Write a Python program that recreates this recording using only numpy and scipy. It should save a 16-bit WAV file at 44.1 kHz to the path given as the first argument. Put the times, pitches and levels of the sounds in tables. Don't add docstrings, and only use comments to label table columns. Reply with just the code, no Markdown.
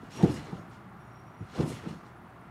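import sys
import numpy as np
from scipy import signal
from scipy.io import wavfile

SR = 44100
rng = np.random.default_rng(int(sys.argv[2]) if len(sys.argv) > 2 else 0)


def linear_from_db(decibels):
    return 10 ** (np.asarray(decibels, float) / 20)


def bounce(signal):
    frames = np.transpose(np.atleast_2d(signal))
    limited = np.clip(frames, -1, 1)
    pcm = np.round(limited * 32767).astype(np.int16)
    wavfile.write(sys.argv[1], SR, pcm)


N = 110250


def rms_one(x):
    return x / np.sqrt(np.mean(x ** 2) + 1e-20)


def white():
    return rng.standard_normal((2, N + SR // 10))


def drift(rate):
    hold = 40
    r = np.exp(-2 * np.pi * rate * hold / SR)
    noise = rng.standard_normal(N // hold + 2002)
    slow = signal.lfilter([1], [1, -2 * r, r * r], noise)[2000:]
    return np.interp(np.arange(N) / hold, np.arange(len(slow)), rms_one(slow))


def ring(x, hz, t60):
    r, w = linear_from_db(-60 / (t60 * SR)), 2 * np.pi * hz / SR
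    return signal.lfilter([0, np.sin(w)], [1, -2 * r * np.cos(w), r * r], x + 1e-18)


def whistle(hz):
    return np.sqrt(2) * np.sin(2 * np.pi * np.cumsum(hz) / SR)


def swell(s, rise, fall):
    t = np.arange(N) / SR - s
    return np.exp(np.where(t < 0, t / max(rise, 1e-3), -t / max(fall, 1e-3)))


def bands(source, spectrum, patchy_db, rate):
    hz, db = np.transpose(spectrum)
    edges = 28 * 2 ** np.arange(0, 9.4, 1 / 3)
    edges = edges[(edges > hz[0] / 1.3) & (edges < hz[-1] * 1.3)]
    mids = np.sqrt(edges[1:] * edges[:-1])
    together = drift(rate / 4)
    rows = []
    for k, (low, high, mid) in enumerate(zip(edges, edges[1:], mids)):
        sos = signal.butter(2, [low, high], "band", fs=SR, output="sos")
        band = signal.sosfilt(sos, source[k % 2])[-N:]
        flicker_db = patchy_db * (0.5 * together + drift(rate))
        rows.append(linear_from_db(np.interp(np.log(mid), np.log(hz), db) + flicker_db) * band)
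    rows = np.array(rows)
    return rows / np.sqrt(np.mean(rows.sum(axis=0) ** 2)), mids


def gusts(rows, octave, table):
    out = np.zeros(N)
    for s, db, rise, fall, tilt_db in table:
        out += linear_from_db(db) * swell(s, rise, fall) * (linear_from_db(tilt_db * octave) @ rows)
    return out


# f/Hz, density/dB per Hz
TRAFFIC_COLOUR = [(18, -49), (30, -10), (145, -4), (178, 3.5), (243, -10), (350, -5.5), (444, -18.5),
                  (1200, -10), (2400, -29), (3120, -76), (5280, -120)]
# f/Hz, density/dB per Hz
LEAF_COLOUR = [(1180, -32), (2000, -3.5), (2220, -6.5), (4710, -20.5), (7230, -25.5), (9510, -24),
               (11300, -26), (15500, -30)]
# f/Hz, width/Hz, rms level/dB
DRONE_HUMS = [(120, 8.6, -59), (172.7, 14, -67.5), (350.2, 13, -71), (776, 300, -60.5), (1189.6, 89, -67),
              (1374, 112, -65)]
TRAFFIC_DB, LEAVES_DB = -51, -67.5


def garden():
    traffic = bands(white(), TRAFFIC_COLOUR, patchy_db=0.6, rate=5.0)[0].sum(axis=0)
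    leaves = bands(white(), LEAF_COLOUR, patchy_db=0.4, rate=12.0)[0].sum(axis=0)
    out = linear_from_db(TRAFFIC_DB) * traffic + linear_from_db(LEAVES_DB) * leaves
    for hz, width_hz, db in DRONE_HUMS:
        t60 = 2.3 / width_hz
        noise = rng.standard_normal(N + SR)
        hum = ring(ring(noise, hz, t60), hz, t60)[-N:]
        out += linear_from_db(db) * rms_one(hum)
    return out


# t/s, length/s, first f/Hz, last f/Hz, rms level/dB
CRICKET_NOTES = [(0.126, .012, 5620, 5460, -65), (.139, 0.016, 5640, 5900, -57),
                 (0.165, 0.036, 5660, 5610, -57.5), (0.2, .022, 5620, 5610, -57),
                 (0.244, .015, 5660, 5620, -71), (0.313, .008, 5620, 5660, -66),
                 (0.35, .012, 5620, 5560, -65), (.36, .015, 5640, 5640, -63),
                 (.965, 0.026, 5800, 5700, -85), (.998, 0.057, 5640, 5620, -78.5),
                 (1.057, 0.04, 5625, 5610, -83), (1.11, .035, 5600, 5600, -76),
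                 (1.142, 0.064, 5600, 5610, -73), (1.212, 0.018, 5650, 5660, -71),
                 (1.24, .07, 5630, 5700, -78), (1.336, 0.02, 5700, 5715, -73.5),
                 (1.37, .035, 5720, 5710, -80), (1.405, .03, 5720, 5720, -81),
                 (1.436, 0.023, 5800, 5690, -85), (1.482, .012, 5600, 5600, -80),
                 (1.523, 0.022, 5760, 5800, -75)]


def cricket():
    t = np.arange(N) / SR
    waver_hz, throb = 10.0 * drift(33.0), linear_from_db(3.0 * drift(45.0))
    out = np.zeros(N)
    for s, length, first_hz, last_hz, db in CRICKET_NOTES:
        gate = np.clip(np.minimum(t - s, s + length - t) / 0.008 + 0.4, 0, 1)
        glide_hz = np.interp(t, [s, s + length], [first_hz, last_hz])
        out += linear_from_db(db) * gate * whistle(glide_hz + waver_hz)
    return throb * out


# t/s, length/s
KATYDID_CHIRPS = [
    [(.03, 0.018), (.695, 0.015), (.732, 0.0058), (.765, 0.0083), (.797, 0.0079), (.893, 0.0092),
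     (1.066, 0.019), (1.097, 0.0089), (1.13, 0.0097), (1.167, 0.01), (1.197, 0.01), (1.238, 0.0083),
     (1.266, 0.013), (1.443, 0.011), (1.465, .01), (2.242, .008), (2.262, 0.01), (2.299, 0.01),
     (2.332, 0.0065), (2.404, 0.015), (2.432, 0.0082), (2.467, .009)],
    [(.998, 0.029), (1.368, 0.068), (2.163, 0.024)],
    [(.632, 0.0091), (.662, .022), (1.03, 0.016), (2.193, .05)],
    [(1.045, 0.032), (1.07, 0.04), (1.39, .035)],
    [(.108, .026)],
    [(.294, 0.021), (.336, .012)],
]
# f/Hz, rms level/dB
KATYDID_VOICES = [(9400, -78), (10250, -82), (12900, -84), (6850, -86), (13600, -80), (10800, -73)]
TICKS_PER_S, FIRST_TICK_S = 91.9, 0.0089
TICK_DB, TICK_SCATTER_DB = -85, 2.0


def katydids():
    t, out = np.arange(N) / SR, np.zeros(N)
    for chirps, (hz, db) in zip(KATYDID_CHIRPS, KATYDID_VOICES):
        gate = sum(np.clip(np.minimum(t - s, s + length - t) / 0.0029, 0, 1) for s, length in chirps)
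        out += linear_from_db(db + 3.0 * drift(120.0)) * gate * whistle(hz + 110 * drift(150.0))
    at = (np.arange(FIRST_TICK_S, N / SR, 1 / TICKS_PER_S) * SR).astype(int)
    ticks = np.zeros(N)
    ticks[at] = linear_from_db(TICK_SCATTER_DB * rng.standard_normal(len(at)))
    ticks = signal.lfilter([1], [1, -0.93], ticks) * rng.choice([-1, 1], N)
    treble = signal.butter(2, [8500, 16000], "band", fs=SR, output="sos")
    return out + linear_from_db(TICK_DB) * rms_one(signal.sosfilt(treble, ticks))


# t/s, rms level/dB, rise/s, fall/s, brightness/dB per octave
AIR_RUSHES = [(.06, -69, 0.066, 0.021, -5.5), (0.108, -61, 0.001, 0.08, -0.5),
              (0.162, -53, 0.029, 0.089, -2.5), (.26, -62.5, 0.033, 0.1, -3.5),
              (0.227, -47, 0.001, 0.0074, -4), (0.244, -51.5, 0.0053, 0.0044, -4),
              (.30, -58, 0.11, 0.035, -9.5), (.315, -61, 0.0094, .03, 4), (.346, -56, 0.006, .01, 4),
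              (0.367, -52, 0.011, 0.063, -7), (.47, -70, .01, 0.015, -10), (.56, -64.5, 0.12, 0.091, -3.5),
              (0.713, -68.5, 0.0034, 0.028, -6), (.745, -68, 0.022, 0.035, -7.5),
              (1.5, -65.5, 0.06, 0.06, -6), (1.56, -54.5, 0.027, 0.046, -6),
              (1.5605, -73, .001, 0.0041, -4), (1.597, -55, 0.019, 0.022, -2.5),
              (1.608, -50, .001, 0.0064, -7), (1.629, -56, 0.0066, 0.011, -6), (1.692, -55, 0.028, 0.05, 5),
              (1.73, -59, 0.033, 0.032, -7), (1.775, -56.5, 0.057, 0.057, -8.5),
              (1.841, -70.5, 0.0077, 0.024, -14), (1.9, -58, 0.034, 0.072, -4),
              (2.065, -67.5, 0.012, 0.027, -4)]
# f/Hz, density/dB per Hz
AIR_COLOUR = [(700, -14.5), (1800, -5), (3800, -3.5), (6000, -4.5), (10500, -9.5), (12500, -21),
              (14000, -36), (16000, -57)]
SPRING_PITCHES = [1994, 2877, 3396, 5610, 4170, 5090, 5440, 6620]
SPRING_DB, SPRING_T60_S = -17, 0.025
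GRAINS_PER_S, GRAIN_SPREAD_DB = 3500, 4
GRAIN_SHARE = 0.28


def swish():
    sizes = linear_from_db(GRAIN_SPREAD_DB * np.minimum(rng.exponential(1, (2, N)), 5))
    signs = rng.choice([-1, 1], (2, N))
    grains = rms_one(sizes * signs * (rng.random((2, N)) < GRAINS_PER_S / SR))
    hiss = np.sqrt(GRAIN_SHARE) * grains + np.sqrt(1 - GRAIN_SHARE) * white()[:, :N]
    rows, mids = bands(hiss, AIR_COLOUR, patchy_db=1.2, rate=20.0)
    springs = []
    for hz in SPRING_PITCHES:
        tone = rms_one(ring(grains[0], hz, SPRING_T60_S))
        springs.append(linear_from_db(SPRING_DB + 3.0 * drift(10.0)) * tone)
    octave = np.log2(np.r_[mids, SPRING_PITCHES] / 4000)
    return gusts(np.r_[rows, springs], octave, AIR_RUSHES)


# t/s, rms level/dB, rise/s, fall/s, brightness/dB per octave
MAT_SHUDDERS = [(0.199, -39.5, 0.025, 0.049, 6), (0.228, -35.5, 0.022, 0.013, 3.5),
                (0.25, -28, 0.0051, 0.059, 0.5), (.33, -45, 0.058, 0.23, -1.5),
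                (.49, -48.5, 0.039, 0.044, 6.5), (.53, -47, 0.038, 0.05, 5.5),
                (1.41, -41.5, 0.0065, 0.032, -3.5), (1.566, -46, 0.024, 0.06, 7),
                (1.588, -35.5, 0.016, 0.011, 2.5), (1.611, -29, 0.02, 0.044, 2.5),
                (1.70, -41, 0.015, 0.11, -1), (1.86, -44, 0.018, 0.014, 6), (1.89, -41, 0.023, 0.079, 2.5)]
# f/Hz, density/dB per Hz
SHUDDER_COLOUR = [(21, -51), (35, -15.5), (97, 9.5), (184, 6), (273, 6), (344, 1), (632, -12), (887, -13),
                  (2500, -40.5), (3250, -40), (5500, -120)]


def shudder():
    rows, mids = bands(white(), SHUDDER_COLOUR, patchy_db=3.5, rate=58.0)
    return gusts(rows, np.log2(mids / 250), MAT_SHUDDERS)


# t/s, peak level/dB, f/Hz, frame share/dB, swell/s
MAT_SNAPS = [(0.031, -38, 246, -8.5, 0.0039), (0.080, -41.5, 140, -1, 0.0071),
             (0.202, -31.5, 160, -17, 0.0096), (0.231, -7.5, 164, -3, 0.0053),
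             (.244, -16.5, 243.4, -2, 0.0028), (.257, -19.5, 147, -2.5, 0.0034),
             (0.280, -26.5, 174, 0, 0.0045), (.292, -28, 202, 5.5, 0.0052), (0.316, -35, 143, -1, 0.0085),
             (0.462, -44, 165, 3, 0.0052), (0.489, -48, 174, 5, 0.0061),
             (0.5226, -27.5, 165.8, -5.5, 0.0083), (0.561, -39, 164, -8, 0.0076),
             (0.591, -37, 161, -11, 0.0058), (1.078, -45.5, 120, -19, 0.014),
             (1.405, -34.5, 155, -12, 0.0043), (1.421, -39, 120, -3, .009), (1.557, -50, 222, 0, 0.0028),
             (1.574, -39, 203, -2, 0.0045), (1.5884, -19, 161, -4.5, 0.0054),
             (1.6006, -17, 142, -2, 0.0041), (1.613, -23, 316, -10, 0.0037), (1.628, -23.5, 142, -4, 0.01),
             (1.651, -29.5, 109, -7, 0.0045), (1.864, -28.5, 167, -2, 0.0068),
             (1.905, -31, 157, -12, 0.0051), (1.925, -33, 167, -6.5, 0.0031),
             (1.946, -38, 168, -10, 0.0093), (1.974, -47, 135, -18, 0.006), (.189, -48, 783, -20, .006),
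             (.2295, -34.5, 724, -12, 0.0091), (.246, -36, 767, -15, 0.0064),
             (0.521, -42.5, 770, -10, 0.0075), (1.552, -45, 650, -9, 0.0075),
             (1.563, -49, 900, -13, 0.0036), (1.597, -22, 311, -12, 0.0041),
             (1.862, -33.5, 291, -10, 0.0056), (1.885, -48, 774, -20, 0.0027)]
# f/Hz, level/dB, t60/s
FRAME_MODES = [(272, 7, 0.039), (328.6, -4, 0.063), (371.9, -1.5, 0.13), (467.2, -5.5, .1),
               (620, -23, 0.045), (685, -11, 0.04), (805, -11.5, 0.039), (873, -20.5, 0.076)]
FRAME_SCATTER_DB, CONTACT_HZ = 2.5, 1050
TAUT_SHARE, SLACKEN_S = 0.63, 0.0037


def snaps():
    out, t = np.zeros(N + SR), np.arange(SR // 5) / SR
    taut_t = t + TAUT_SHARE * SLACKEN_S * (1 - np.exp(-t / SLACKEN_S))
    for s, db, hz, _, swell_s in MAT_SNAPS:
        u = t / swell_s
        thump = (u * np.exp(1 - u)) ** 2 * np.sin(2 * np.pi * hz * taut_t)
        out[int(s * SR):][:len(t)] -= linear_from_db(db) * thump
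    s, db, _, share_db, _ = np.transpose(MAT_SNAPS)
    soft = signal.butter(2, CONTACT_HZ, fs=SR)
    for k, (hz, level_db, t60) in enumerate(FRAME_MODES):
        scatter_db = FRAME_SCATTER_DB * rng.standard_normal(len(s))
        blows = np.zeros(N + SR)
        blows[(s * SR).astype(int)] = linear_from_db(db + share_db + level_db + scatter_db)
        push = ring(signal.lfilter(*soft, blows), hz, 0.016) * 300 / SR
        out += (-1) ** k * ring(push, hz, t60)
    return out[:N]


def scene():
    background = garden() + cricket() + katydids()
    trampoline = swish() + shudder() + snaps()
    return (background + trampoline)[None]


def roll_off(x):
    return signal.sosfilt(signal.butter(12, 15690, fs=SR, output="sos"), x)


def record(dry):
    bass_cut = signal.butter(6, 48, "high", fs=SR, output="sos")
    mix = signal.sosfilt(bass_cut, dry)
    return roll_off(mix)


dry = scene()
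out = record(dry)
bounce(out)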